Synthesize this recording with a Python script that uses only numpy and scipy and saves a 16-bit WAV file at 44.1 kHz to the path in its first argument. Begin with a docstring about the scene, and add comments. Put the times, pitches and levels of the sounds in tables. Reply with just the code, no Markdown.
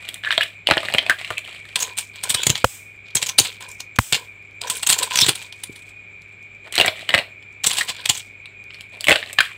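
"""Over a bucket of shallow water and a plastic basin, steel tongs lift live crabs from one into the other.
Shells knock and scrabble on the basin and the tongs clack on its rim: short pitched rings and filtered noise
bursts, grains for the legs. In the bucket the tongs scrape, squeak and stir: shaped noise through steel, shell
and water colours, with low overload thumps. Twice the tongs snap shut close by: a falling blast, a pop and a
steel ring. Behind lie a whine of narrow noise bands, a pulsing insect, mains hum and air; a limiter ducks and
clips the hardest blows."""
import sys
import numpy as np
from scipy import signal
from scipy.fft import rfft, irfft, next_fast_len
from scipy.io import wavfile
from scipy.ndimage import uniform_filter1d, minimum_filter1d, map_coordinates

SR = 44100
rng = np.random.default_rng(int(sys.argv[2]) if len(sys.argv) > 2 else 0)


def waveform_to_disk(signal):
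    """Save audio, clipped to [-1, 1], as 16-bit WAV at the path in sys.argv[1]."""
    frames = np.transpose(np.atleast_2d(signal))
    scaled = np.clip(frames, -1, 1) * 32767
    samples = np.round(scaled).astype(np.int16)
    wavfile.write(sys.argv[1], SR, samples)


N = 422037  # samples in the scene
SIZE = 4096  # samples in a short burst or impulse response
TOP_HZ = 15650  # upper edge of the sound


def amp(db):
    """Decibels to gain."""
    return 10 ** (np.asarray(db) / 20)


def unit(x):
    """Scale to rms 1."""
    return x / np.sqrt(np.mean(x ** 2) + 1e-20)


def along(points, hz):
    """Read a curve of (Hz, value) points on a log frequency axis."""
    point_hz, value = np.transpose(points)
    return np.interp(np.log(hz + 1), np.log(point_hz + 1), value)


def wobble(rate):
    """A smooth random curve through this many knots a second."""
    knots = rng.standard_normal(int(N * rate / SR) + 4)
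    return map_coordinates(knots, [np.arange(N) * rate / SR])


def filtered(x, response):
    """Multiply the spectrum of x by a function of frequency."""
    m = next_fast_len(len(x) + SR // 4)
    return irfft(rfft(x, m) * response(np.fft.rfftfreq(m, 1 / SR)), m)[:len(x)]


def body(points):
    """Minimum-phase impulse response of a colour, with energy 1: the object answers the moment it is hit."""
    cepstrum = irfft(np.log(amp(along(points, np.fft.rfftfreq(SIZE, 1 / SR)))))
    cepstrum[1:SIZE // 2] *= 2
    cepstrum[SIZE // 2 + 1:] = 0
    h = irfft(np.exp(rfft(cepstrum)))
    return h / np.linalg.norm(h)


def through(x, h):
    """Sound x through an impulse response."""
    return signal.fftconvolve(x, h)[:len(x)]


def resonant(x, hz, q):
    """Sound x through one damped resonance."""
    return signal.lfilter(*signal.iirpeak(hz, q, SR), x)


def sized(x, length):
    """Give a burst the energy of this many seconds at rms 1."""
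    return x * np.sqrt(length * SR / (np.sum(x ** 2) + 1e-20))


def add(track, s, x):
    """Mix x into the track at time s."""
    i = max(round(s * SR), 0)
    track[i:i + len(x)] += x[:len(track) - i]


def swell(t, rise_s, fall_s):
    """Envelope that builds up to time 0 and dies away."""
    return np.exp(-np.where(t < 0, (t / rise_s) ** 2, np.abs(t / fall_s)))


def grains(rate, hz, cycles, hiss):
    """Tiny contacts or bubbles at random times, each with its own pitch and size, over a hiss."""
    chance = rng.standard_normal((int(rate * N / SR), 2))
    t = np.arange(256) / SR
    pitch = np.minimum(hz * np.exp(.4 * chance[:, :1]), TOP_HZ)
    strength = amp(6 * np.minimum(chance[:, 1:], 2))
    waves = strength * np.sin(2 * np.pi * pitch * t) * np.exp(-pitch * t / cycles)
    at = rng.integers(0, N, (len(chance), 1)) + np.arange(len(t))
    contacts = np.bincount(at.ravel(), waves.ravel(), N)[:N]
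    return unit(unit(contacts) + hiss * rng.standard_normal(N))


def effort(bouts, column, attack_s, release_db_per_s):
    """Gain per sample: each bout sets in quickly, holds its level for its length, then dies away."""
    t, gain = np.arange(N) / SR, np.zeros(N)
    for start, length, *level_db in bouts:
        release_db = release_db_per_s * np.maximum(t - start - length, 0)
        onset = np.clip((t - start) / attack_s, 0, 1)
        gain = np.maximum(gain, onset * amp(level_db[column] - release_db))
    return gain


def moments(bouts, count):
    """Random moments spread through the bouts, and the levels of the bout that each falls in."""
    start, length, *level_db = np.transpose(bouts)
    ends = np.cumsum(length)
    at = (np.arange(count) + rng.random(count)) / count * ends[-1]
    i = np.searchsorted(ends, at)
    return start[i] + ends[i] - at, np.array(level_db)[:, i]


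# Decay of the room. Each row: frequency in Hz, time to fall 60 dB in seconds.
ROOM_DECAY = [(100, 0.06), (500, 0.26), (1500, 0.18), (3700, 0.24), (9000, 0.19), (15000, 0.35)]


def room(x, wet_db, near_db, near_t60):
    """Short near echoes and a longer room decay, made of noise tails redrawn five times a second."""
    out, step = np.zeros(N), SR // 5
    for i in range(0, N, step):
        hz, t, z = signal.stft(rng.standard_normal((2, SR // 3)), SR, nperseg=256)
        far_fade = amp(-60 * t / along(ROOM_DECAY, hz)[:, None])
        far = signal.istft(z[0] * far_fade, SR, nperseg=256)[1]
        near = signal.istft(z[1] * amp(-60 * t / near_t60), SR, nperseg=256)[1]
        tail = amp(wet_db) * far / np.linalg.norm(far) + amp(near_db) * near / np.linalg.norm(near)
        add(out, i / SR + .002, signal.fftconvolve(x[i:i + step], tail))
    return out


# Colour of the faint room noise. 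Each row: frequency in Hz, relative density in dB per Hz.
AIR_COLOUR = [(25, -12.5), (45, 19), (100, 14), (160, 16.5), (250, 10.5), (400, 11.5), (480, 8), (560, 9),
              (1000, 2.5), (2300, 10.5), (3700, 1), (5400, -15.5), (9000, -26.5), (11000, -29),
              (16000, -23)]


def air(level_db=-53):
    """Faint room noise: steady random pressure with a fixed colour."""
    return amp(level_db) * unit(filtered(rng.standard_normal(N), lambda f: amp(along(AIR_COLOUR, f))))


# Mains hum. Each row: frequency in Hz, rms level in dB.
HUM_TONES = [(50, -75.5), (100.4, -55.5), (400.5, -67)]


def hum():
    """Mains tones whose phases wander slightly."""
    t = np.arange(N) / SR
    return sum(np.sqrt(2) * amp(db) * np.sin(2 * np.pi * hz * t + .25 * wobble(2.8)) for hz, db in HUM_TONES)


# Close resonances of the whine. Each row: centre in Hz, half-width at -6 dB in Hz, relative level in dB.
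WHINE_PEAKS = [(2114, 25, -17.5), (2340, 33, -11.5), (2233, 47, -3), (2342, 20, 2.5), (2330, 9.2, -10),
               (2578, 18, -10.5), (2420, 18, 0.5), (2450, 11, 4.5), (2506, 20, -12), (2400, 18, -12)]


def whine(level_db=-43):
    """Noise through narrow resonances set so close that they beat against each other."""
    def peaks(f):
        return np.sqrt(sum(amp(db) ** 2 / (1 + ((f - hz) / width) ** 2) ** 2 for hz, width, db in WHINE_PEAKS))
    return amp(level_db) * unit(filtered(rng.standard_normal(N), peaks))


def insect(hz=7400, q=10, level_db=-69.5):
    """A far insect's high trill: a narrow noise band pulsing about nine times a second."""
    trill = unit(resonant(resonant(rng.standard_normal(N), hz, q), hz, q))
    pulse_db = 4 * np.sin(2 * np.pi * 9.2 * np.arange(N) / SR + .5 * wobble(2))
    return trill * amp(level_db + pulse_db)


def wet_ticks(hz=6000, pitch_spread=.35, q=2.5, life_s=0.0005, level_db=-54, spread_db=5):
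    """Tiny bubbles burst on the wet crabs throughout: decaying noise through a damped resonance."""
    out, t = np.zeros(N), np.arange(SIZE // 8) / SR
    for s in rng.uniform(0, N / SR, size=70):
        pitch, strength = rng.standard_normal(2)
        burst = rng.standard_normal(len(t)) * np.exp(-t / life_s)
        tick = resonant(burst, min(hz * np.exp(pitch_spread * pitch), TOP_HZ), q)
        add(out, s, amp(level_db + spread_db * strength) * sized(tick, life_s))
    return out


# Bright tick of the steel. Each row: frequency in Hz, relative level in dB.
STEEL_COLOUR = [(3500, -19.5), (5200, 3), (6500, 3), (8000, 10.5), (9300, 2), (11500, -5.5), (13400, 0.5),
                (16000, -0.5)]
# Ringing modes of the tongs. Each row: frequency in Hz, bandwidth in Hz, relative level in dB.
TONGS_MODES = [(4670, 49, -7), (5400, 770, -23.5), (5670, 65, -14), (7050, 170, -2.5), (7600, 70, -2),
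               (7940, 320, -3.5), (9140, 450, -8), (14030, 510, -14)]


def steel(ring_share):
    """Impulse response of the tongs: a bright tick and decaying modes, the narrow ones ringing longest."""
    t = np.arange(SIZE) / SR
    ring = sum(amp(db) * width * np.exp(-np.pi * width * t) * np.sin(2 * np.pi * hz * t)
               for hz, width, db in TONGS_MODES)
    return body(STEEL_COLOUR) + ring_share * ring / np.linalg.norm(ring)


# Strokes of the tongs through the bucket. Each row: start in seconds, length in seconds, then the
# grinding, water and steel levels in dB before the layer trims.
STIR_STROKES = [(1.76, .11, -34.5, -35, -36.5), (1.98, .03, -39, -57, -35), (2.13, .08, -44, -56, -51),
                (2.24, .28, -39, -37.5, -39), (2.55, .05, -35, -60, -40), (3.05, .09, -50.5, -77, -70),
                (3.16, .13, -38.5, -39.5, -38), (3.39, .09, -28.5, -44, -32), (3.6, .05, -39.5, -39, -43),
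                (3.68, .06, -51.5, -56.5, -42), (4.13, .05, -36.5, -37.5, -39.5),
                (4.62, .04, -39, -33, -43.5), (4.67, .1, -35, -41, -32), (4.86, .19, -32, -33, -31),
                (5.1, .2, -29, -33.5, -31), (5.33, .1, -40, -47, -41), (5.52, 0.38, -56, -68, -55.5),
                (7.64, .19, -28.5, -37.5, -29.5), (7.88, 0.17, -40, -45, -49.5),
                (8.1, .08, -36.5, -56, -33.5)]
# Colour of water in the hollow bucket. Each row: frequency in Hz, relative level in dB.
WATER_COLOUR = [(150, -18.5), (330, -11), (450, -0.5), (600, -11), (850, -11), (1010, 7), (1200, -15),
                (1550, 4.5), (1900, -2), (2800, -9.5), (6000, -44)]
# Colour of shell rasping on steel, also for scrapes and snaps. Each row: frequency in Hz, relative level in dB.
RASP_COLOUR = [(400, -20.5), (800, -5.5), (1010, -10.5), (1250, -8.5), (2000, -3), (2600, 1.5), (3330, 3.5),
               (4200, 0.5), (5400, -7), (7000, -14.5), (12000, -31)]


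def stir(water_db=-2, rasp_db=-2, steel_db=-4, attack_s=0.009, release_db_per_s=230, unsteady_db=2):
    """With each stroke water sloshes in the hollow of the bucket while wet shells grind along the tongs."""
    push = amp(unsteady_db * wobble(30))
    grind, water, metal = (push * effort(STIR_STROKES, column, attack_s, release_db_per_s) for column in range(3))
    slosh = grains(rate=500, hz=950, cycles=3, hiss=.8)
    grit = grains(rate=1100, hz=5500, cycles=1, hiss=.45)
    return (amp(water_db) * water * unit(through(slosh, body(WATER_COLOUR)))
            + amp(rasp_db) * grind * unit(through(grit, body(RASP_COLOUR)))
            + amp(steel_db) * metal * unit(through(grit, steel(ring_share=0.2))))


# Low overload thumps. Each row: peak time in seconds, level in dB before the trim.
OVERLOAD_THUMPS = [(2.306, -35.5), (2.347, -27.5), (2.468, -17), (2.498, -13), (3.155, -24), (3.387, -27.5),
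                   (3.403, -16.5), (4.126, -21), (4.9, -25.5), (5.222, -22), (5.264, -28.5), (5.286, -16.5),
                   (5.695, -29.5), (7.67, -28), (8.097, -22.5)]
# Colour of the low thump, also for scrapes. Each row: frequency in Hz, relative level in dB.
THUMP_COLOUR = [(25, -45), (55, -12.5), (120, 2.5), (250, 0), (450, 1), (900, -33.5), (3000, -76.5)]


def overload_thumps(rise_s=0.0022, fall_s=0.0035, rough=3, thump_db=-1):
    """Low overload thumps: the microphone is pushed by the loudest scrapes; a rough pulse in a low colour."""
    out, t = np.zeros(N), (np.arange(SIZE) - SIZE // 4) / SR
    envelope, thump = swell(t, rise_s, fall_s), body(THUMP_COLOUR)
    for s, db in OVERLOAD_THUMPS:
        pulse = envelope ** 2 + rough * envelope * rng.standard_normal(SIZE)
        add(out, s + t[0], amp(db + thump_db) * sized(through(pulse, thump), fall_s))
    return out


# Squeaks of shell along steel. 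Each row: start in seconds, length in seconds, starting pitch in Hz, rms in dB.
SHELL_SQUEAKS = [(0.26, 0.024, 1694, -22), (0.415, 0.023, 2730, -21.5), (1.1, 0.027, 1528, -19.5),
                 (1.37, 0.017, 2554, -26.5), (2.359, .07, 3016, -29), (3.383, 0.01, 4195, -6),
                 (5.2, 0.05, 3500, -16), (7.809, .016, 1840, -17.5)]


def squeaks(glide_octaves_per_s=4, rough_db=4):
    """Shell slides along steel in a rough, broken squeak: a jittered tone gliding upward."""
    out, t = np.zeros(N), np.arange(N) / SR
    for s, length, hz, db in SHELL_SQUEAKS:
        u = t[:int(length * SR)]
        jitter = .09 * wobble(1500)[:len(u)]
        pitch = hz * 2 ** (glide_octaves_per_s * u) * np.exp(jitter)
        tone = np.sin(2 * np.pi * np.cumsum(pitch) / SR) * amp(rough_db * wobble(200)[:len(u)])
        add(out, s, amp(db) * unit(tone * np.sqrt(np.sin(np.pi * u / length))))
    return out


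def slips(length_s=.0042, hz=7900, pitch_spread=.1, over_db=4, spread_db=4.0, metal_db=5):
    """Light slips of the tongs, scattered through the stirring strokes, their levels following each stroke."""
    s, (grind_db, _, steel_db) = moments(STIR_STROKES, count=80)
    pitch, size = rng.standard_normal((len(s), 2)).T
    return list(zip(s, np.full(len(s), length_s), hz * np.exp(pitch_spread * pitch),
                    grind_db + over_db + spread_db * size, steel_db + metal_db + spread_db * size))


# Hard slips of the tongs over shell. Each row: peak time in seconds, length in seconds, steel pitch in Hz,
# rasp level in dB, steel level in dB.
HARD_SLIPS = [(1.761, .003, 8300, -10.5, -15.5), (1.808, .0066, 6700, -36, -20),
              (1.827, .0067, 6670, -24, -15.5), (1.988, .012, 8400, -23.5, -20.5),
              (2.239, .0046, 8540, -23, -19), (2.305, .009, 8330, -17.5, -14.5),
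              (2.348, .0043, 8600, -13, -14), (2.436, .004, 7040, -17, -17.5),
              (2.47, 0.0019, 7000, -9.5, -5), (2.498, .003, 7100, -16.5, -18), (2.503, .003, 7100, -11, -9),
              (2.556, .005, 7060, -17.5, -37.5), (3.156, .0034, 8030, -21, -8.5),
              (3.171, .0058, 6600, -19, -16), (3.23, .006, 7700, -17, -18.5), (3.267, .004, 7000, -25, -20),
              (3.295, .0045, 6130, -21.5, -18), (3.39, .0048, 9220, -4.5, -2), (3.401, .003, 7000, -20, -3),
              (3.807, .005, 6620, -28, -29), (3.963, .003, 6500, -33, -34), (4.127, .002, 7500, -8, -9),
              (4.134, .003, 7590, -7.5, -23), (4.153, .008, 7200, -15, -24), (4.617, .0034, 8000, -23, -27),
              (4.704, .0035, 8100, -19, -13.5), (4.773, .005, 9450, -36, -25),
              (4.833, .0054, 8200, -20, -19.5), (4.873, .003, 8170, -22, -10),
              (4.899, .007, 8050, -12.5, -9), (4.913, .008, 8700, -19, -15.5),
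              (4.933, .011, 7400, -14, -14.5), (4.989, .0045, 7410, -21.5, -15.5),
              (5.033, .006, 8200, -18, -17.5), (5.16, .005, 6970, -15, -15.5),
              (5.175, .0043, 6000, -16.5, -14), (5.191, .0045, 5640, -11, -11.5),
              (5.217, .013, 5370, -19.5, -11.5), (5.266, .004, 7540, -14.5, -17),
              (5.291, .0065, 9160, -10, -13), (5.418, .002, 7000, -32, -43), (5.527, .0033, 9350, -30, -45),
              (5.639, .003, 9300, -25.5, -23), (5.762, .0054, 9080, -38, -42),
              (7.649, .007, 8300, -18.5, -28), (7.67, .0055, 7850, -16, -8.5),
              (7.712, .005, 7550, -17, -21), (7.787, .009, 8100, -17.5, -19.5),
              (7.814, .005, 8300, -20, -25.5), (7.896, .011, 7750, -20.5, -26.5),
              (8.059, .0027, 8000, -13, -18.5), (8.099, .0055, 7150, -9.5, -10)]


def scrapes(shell_hz=3450, pitch_spread=0.093, shell_q=4, squeak=0.72, steel_q=14, thump_db=-28,
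            catch_db=4.5, skirt=.06, skirt_s=0.0026):
    """Each slip swells and dies within milliseconds, rasping the shell and ringing the steel, with a faint low thump."""
    out, t = np.zeros(N), (np.arange(SIZE) - SIZE // 4) / SR
    rasp, tongs, thump = body(RASP_COLOUR), steel(ring_share=0.45), body(THUMP_COLOUR)
    for s, length, steel_hz, mid_db, high_db in HARD_SLIPS + slips():
        # the steel sticks and lets go
        catches = amp(catch_db * unit(uniform_filter1d(rng.standard_normal(SIZE), size=60)))
        # a faint soft skirt lies on both sides of the peak
        force = swell(t, length, length) + skirt * np.exp(-np.abs(t / skirt_s))
        a, b, c = catches * force * rng.standard_normal((3, SIZE))
        squeak_hz = shell_hz * np.exp(pitch_spread * rng.standard_normal())
        shell = sized(through(a, rasp), 1.0) + squeak * sized(resonant(b, squeak_hz, shell_q), 0.4)
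        # the place of contact picks the pitch that sings out over the tongs' modes
        metal = sized(through(b, tongs), 0.28) + sized(resonant(c, steel_hz, steel_q), 0.78)
        add(out, s + t[0] - .0005, amp(mid_db) * sized(shell, length)
            + amp(high_db) * sized(metal, length)
            + amp(mid_db + thump_db) * sized(through(a, thump), length))
    return out


# Tongs snapping shut. Each row: start in seconds, length in seconds, starting blast pitch in Hz,
# pop pitch in Hz, then the blast, thump and steel ring levels in dB.
TONG_SNAPS = [(2.6431, 0.0053, 1580, 526, 6, -4.5, -21.5), (3.9872, 0.0048, 1990, 218.2, 10.5, 6.5, -15)]
# Colour of the blast's grit. Each row: frequency in Hz, relative level in dB.
BLAST_COLOUR = [(60, -53), (200, -7.5), (450, -11.5), (900, -12), (1500, 1.5), (3000, -0.5), (4500, -10.5),
                (12000, -21)]


def snaps(swing_hz=115, swing_life=0.0071, ring_t60=0.38, grit=0.96, droop=0.9, pop_life=0.0041, pop_db=2):
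    """A harsh blast that drops in pitch, a hollow pop, one slow swing of pressure, and the steel ringing on."""
    out, t = np.zeros(N), np.arange(SR // 2) / SR
    for s, length, hz, pop_hz, blast_db, thump_db, ring_db in TONG_SNAPS:
        a, b = rng.standard_normal((2, len(t)))
        gate = np.exp(-(t / length) ** 4)
        phase = 2 * np.pi * np.cumsum(hz * np.exp(-droop * t / length)) / SR
        rough = sized(through(a * gate, body(BLAST_COLOUR)), 0.99)
        blast = sized(np.sin(phase) * gate, 1) + grit * rough
        swing = np.sin(2 * np.pi * swing_hz * t) * np.exp(-t / swing_life)
        pop = np.sin(2 * np.pi * pop_hz * t) * np.exp(-t / pop_life)
        metal = steel(ring_share=0.23) + 0.31 * body(RASP_COLOUR)
        ring = unit(through(b, metal)) * amp(-60 * t / ring_t60)
        add(out, s, amp(blast_db) * sized(blast, length) + amp(pop_db) * sized(pop, length)
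            + amp(thump_db) * sized(swing, length) + amp(ring_db) * ring)
    return out


# Bouts of legs on plastic. Each row: start in seconds, length in seconds, then the shell and basin wall
# levels in dB before the layer trims.
SCRABBLE_BOUTS = [(.0, .16, -44.5, -54), (.23, .06, -38.5, -44.5), (.305, .05, -32, -45),
                  (.38, .02, -39, -33.5), (.414, .022, -30, -52), (.68, .3, -34.5, -36),
                  (1.0, .09, -41, -38), (1.1, .025, -36, -50), (1.18, .15, -36.5, -48),
                  (1.44, .14, -42, -52), (1.62, .12, -46.5, -58), (6.64, .04, -51.5, -47),
                  (6.73, .15, -29.5, -43), (6.95, .1, -38.5, -45.5), (7.09, 0.12, -41, -36),
                  (8.72, .1, -54, -66), (8.92, .12, -50, -51), (9.08, .08, -24.5, -45),
                  (9.19, .12, -40.5, -47), (9.4, .07, -33, -79)]
# Colour of the basin wall, also for knocks. Each row: frequency in Hz, relative level in dB.
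WALL_COLOUR = [(40, -26), (100, -6), (190, -11), (310, -6), (480, -3.5), (640, 4), (850, -5.5), (1250, -9),
               (1800, -5), (4000, -51)]
# Colour of the shell, also for knocks. Each row: frequency in Hz, relative level in dB.
SHELL_COLOUR = [(500, -36), (1100, -7), (1500, -7.5), (2000, -1.5), (2900, 0.5), (4100, -1), (5200, -13),
                (8000, -46)]
# Colour of the sharp crack, also for knocks. Each row: frequency in Hz, relative level in dB.
CRACK_COLOUR = [(3000, -25), (5400, -6.5), (6600, -3.5), (8000, 6.5), (9500, -3), (11500, -6.5),
                (13500, -9.5), (16000, -10)]


def scrabble(wall_db=-2, shell_db=-1, crack_db=-14, attack_s=0.005, release_db_per_s=190, unsteady_db=2):
    """Pointed legs tick and drag over the plastic in unsteady bouts: grains through wall, shell and crack."""
    push = amp(unsteady_db * wobble(33))
    shell, wall = (push * effort(SCRABBLE_BOUTS, column, attack_s, release_db_per_s) for column in range(2))
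    drag = grains(rate=1500, hz=2200, cycles=2, hiss=.6)
    ticks = grains(rate=1200, hz=6000, cycles=.6, hiss=.6)
    return (amp(wall_db) * wall * unit(through(drag, body(WALL_COLOUR)))
            + amp(shell_db) * shell * unit(through(drag, body(SHELL_COLOUR)))
            + amp(crack_db) * shell * unit(through(ticks, body(CRACK_COLOUR))))


def taps(hz=2500, pitch_spread=0.242, over_db=9, spread_db=1.5, tip_db=-14, floor_db=5):
    """Light taps of single legs, scattered through the scrabbling, their levels following each bout."""
    s, (shell_db, wall_db) = moments(SCRABBLE_BOUTS, count=84)
    pitch, size = rng.standard_normal((len(s), 2)).T
    tap_db = shell_db + over_db + spread_db * size
    basin_db = wall_db + floor_db + spread_db * size
    return list(zip(s, hz * np.exp(pitch_spread * pitch), tap_db, tap_db + tip_db, basin_db))


# Hardest contacts in the basin: shells knocking and, at the lowest pitches, the tongs clacking on the rim. 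#
# Each row: time in seconds, ring pitch in Hz, then the ring, crack and basin wall levels in dB.
BASIN_KNOCKS = [(0.0889, 3350, -20, -27, -40), (0.143, 3600, -26.5, -26, -55), (.2367, 1720, -21, -55, -40),
                (0.2479, 1790, -16.5, -55, -50), (0.3068, 1605, -8, -41, -48),
                (.317, 3650, -13.5, -33, -50), (0.3256, 1780, -11.5, -33, -39),
                (.379, 3290, -5.5, -24, -12.5), (.409, 1710, -8.5, -32, -38), (.432, 1800, -15, -28.5, -48),
                (0.6715, 2980, -5, -29, -23), (.688, 2520, -15, -29, -11), (.701, 2330, -14, -35, -17),
                (.711, 2360, -2.5, -26, -4.5), (.737, 1810, -15, -38, -26),
                (0.7699, 1860, -17, -30.5, -10.5), (0.7792, 3100, -10.5, -44, -28),
                (.8856, 1880, -14.5, -37, -28), (.939, 2790, -12, -21.5, -19.5),
                (.948, 2390, -9.5, -33, -14.5), (0.9842, 3130, -3, -32, -23.5),
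                (1.0646, 2520, -17, -37, -27), (1.0972, 1660, -2.5, -19, -18.5),
                (1.1056, 1560, -14.5, -31, -49), (1.1224, 1480, -24, -44, -35),
                (1.247, 2830, -19.5, -40, -55), (1.3042, 1200, -20, -31.5, -18.5),
                (1.3808, 2320, -17, -27, -38), (6.325, 2640, -52, -59, -66),
                (6.6726, 1840, -34, -60.5, -39.5), (6.7247, 3200, -25.5, -25.5, -38),
                (6.7551, 3920, -16, -18, -46), (6.7801, 4090, -6, -22, -17),
                (6.7868, 1866, -13, -22, -16.5), (6.7998, 2825, -3.5, -19, -10),
                (6.812, 2800, -1.5, -18, -12.5), (6.847, 2030, -13, -40, -15.5),
                (6.861, 1830, -15, -16.5, -21), (6.88, 2360, -7, -29, -13.5),
                (7.0914, 3010, -10.5, -26, -26), (7.105, 2040, -14, -36, -35), (7.132, 2440, -25, -35, -32),
                (7.1405, 1950, -2, -31, -11), (7.147, 2070, -3.5, -19, -10),
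                (7.1782, 1937, -9.5, -26, -19.5), (7.1885, 2740, -10, -30, -20),
                (7.426, 3210, -40.5, -58, -56), (8.4575, 2670, -29.5, -47, -68),
                (8.706, 2800, -30.5, -62, -57), (8.745, 4330, -32, -49, -56),
                (8.809, 2840, -28.5, -37.5, -52), (9.0088, 4530, -22, -25, -46),
                (9.0428, 2920, -15, -24, -55), (9.07, 2360, -11.5, -22, -24), (9.0841, 2150, -1, -15, -9.5),
                (9.0946, 1990, -7, -13, -9), (9.109, 2020, -2.5, -31, -9), (9.117, 2680, -3.5, -20, -7),
                (9.1266, 3250, -6, -26, -15.5), (9.1584, 2870, -10.5, -28, -20),
                (9.228, 1850, -19, -56, -35), (9.33, 2660, -27.5, -24.5, -36.5),
                (9.3867, 1760, -1.5, -28, -19), (9.405, 1570, -2.5, -19, -26)]
KNOCK_S, KNOCK_HZ = 0.0018, 2460  # reference length and its pitch; lower knocks last longer in proportion


def knocks(ring_life=0.51, crack_life=0.64, wall_life=1.14, lead_in=0.017, lead_in_s=0.0041, shell_q=0.7,
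           attack=0.3, rebound=0.32, rebound_s=.005):
    """Each knock has a faint soft lead-in; it rings briefly at its pitch, cracks, drums the wall and rebounds
    once."""
    out, t = np.zeros(N), (np.arange(SIZE) - SIZE // 8) / SR
    after = np.maximum(t, 0)
    soft_edge = lead_in * np.exp(-np.abs(t / lead_in_s))
    shell, crack, wall = body(SHELL_COLOUR), body(CRACK_COLOUR), body(WALL_COLOUR)
    for s, hz, mid_db, high_db, low_db in BASIN_KNOCKS + taps():
        length = KNOCK_S * KNOCK_HZ / hz
        later = np.maximum(t - rebound_s * rng.uniform(0.464, 2), 0)

        def strike(u, life):
            return np.exp(-u / (life * length)) * (1 - np.exp(-u / (attack * length)))

        def fade(life):
            return soft_edge + strike(after, life) + rebound * strike(later, life)

        a, b, c = rng.standard_normal((3, SIZE))
        ring = np.sin(2 * np.pi * hz * t) * fade(ring_life)
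        rattle = resonant(through(a * fade(ring_life), shell), hz, shell_q)
        knock = sized(ring, length) + 0.91 * sized(rattle, length)
        add(out, s + t[0] - .0004, amp(mid_db) * sized(knock, KNOCK_S)
            + amp(high_db) * sized(through(b * fade(crack_life), crack), KNOCK_S)
            + amp(low_db) * sized(through(c * fade(wall_life), wall), KNOCK_S))
    return out


def scene(basin_hz=650, bucket_hz=1010):
    """Basin and bucket side by side under one microphone; the air in each holds its own note."""
    backdrop = air() + hum() + whine() + insect()
    bucket = wet_ticks() + overload_thumps() + squeaks() + scrapes()
    basin = knocks()
    bucket_echo = room(bucket, wet_db=-19, near_db=-10.5, near_t60=0.11)
    basin_echo = room(basin, wet_db=-9, near_db=-10.5, near_t60=0.017)
    hollow = .35 * resonant(basin_echo, basin_hz, 5) + 4 * resonant(bucket_echo, bucket_hz, 18)
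    crabs = basin + bucket + basin_echo + bucket_echo + hollow + snaps() + scrabble() + stir()
    return (crabs + backdrop)[None]


def record(dry, limit_db=-3, recover_db_per_s=110, low_cut_hz=48):
    """A look-ahead limiter ducks before the hardest blows and eases back; peaks clip; both band edges are cut."""
    x, t = dry[0], np.arange(N) / SR
    level = np.sqrt(np.abs(uniform_filter1d(x ** 2, size=220)) + 1e-12)
    over = np.maximum(20 * np.log10(level) - limit_db, 0)
    # a moving maximum that starts ahead of each peak and holds past it
    over = -minimum_filter1d(-over, size=1100, origin=300)
    duck_db = np.maximum.accumulate(over + recover_db_per_s * t) - recover_db_per_s * t
    x = np.clip(x * amp(-uniform_filter1d(duck_db, size=200)), -.95, .95)
    x = signal.sosfilt(signal.butter(4, low_cut_hz, "highpass", fs=SR, output="sos"), x)
    return filtered(x, lambda f: 1 / np.sqrt(1 + (f / TOP_HZ) ** 200))[None]


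dry = scene()
out = record(dry)
waveform_to_disk(out)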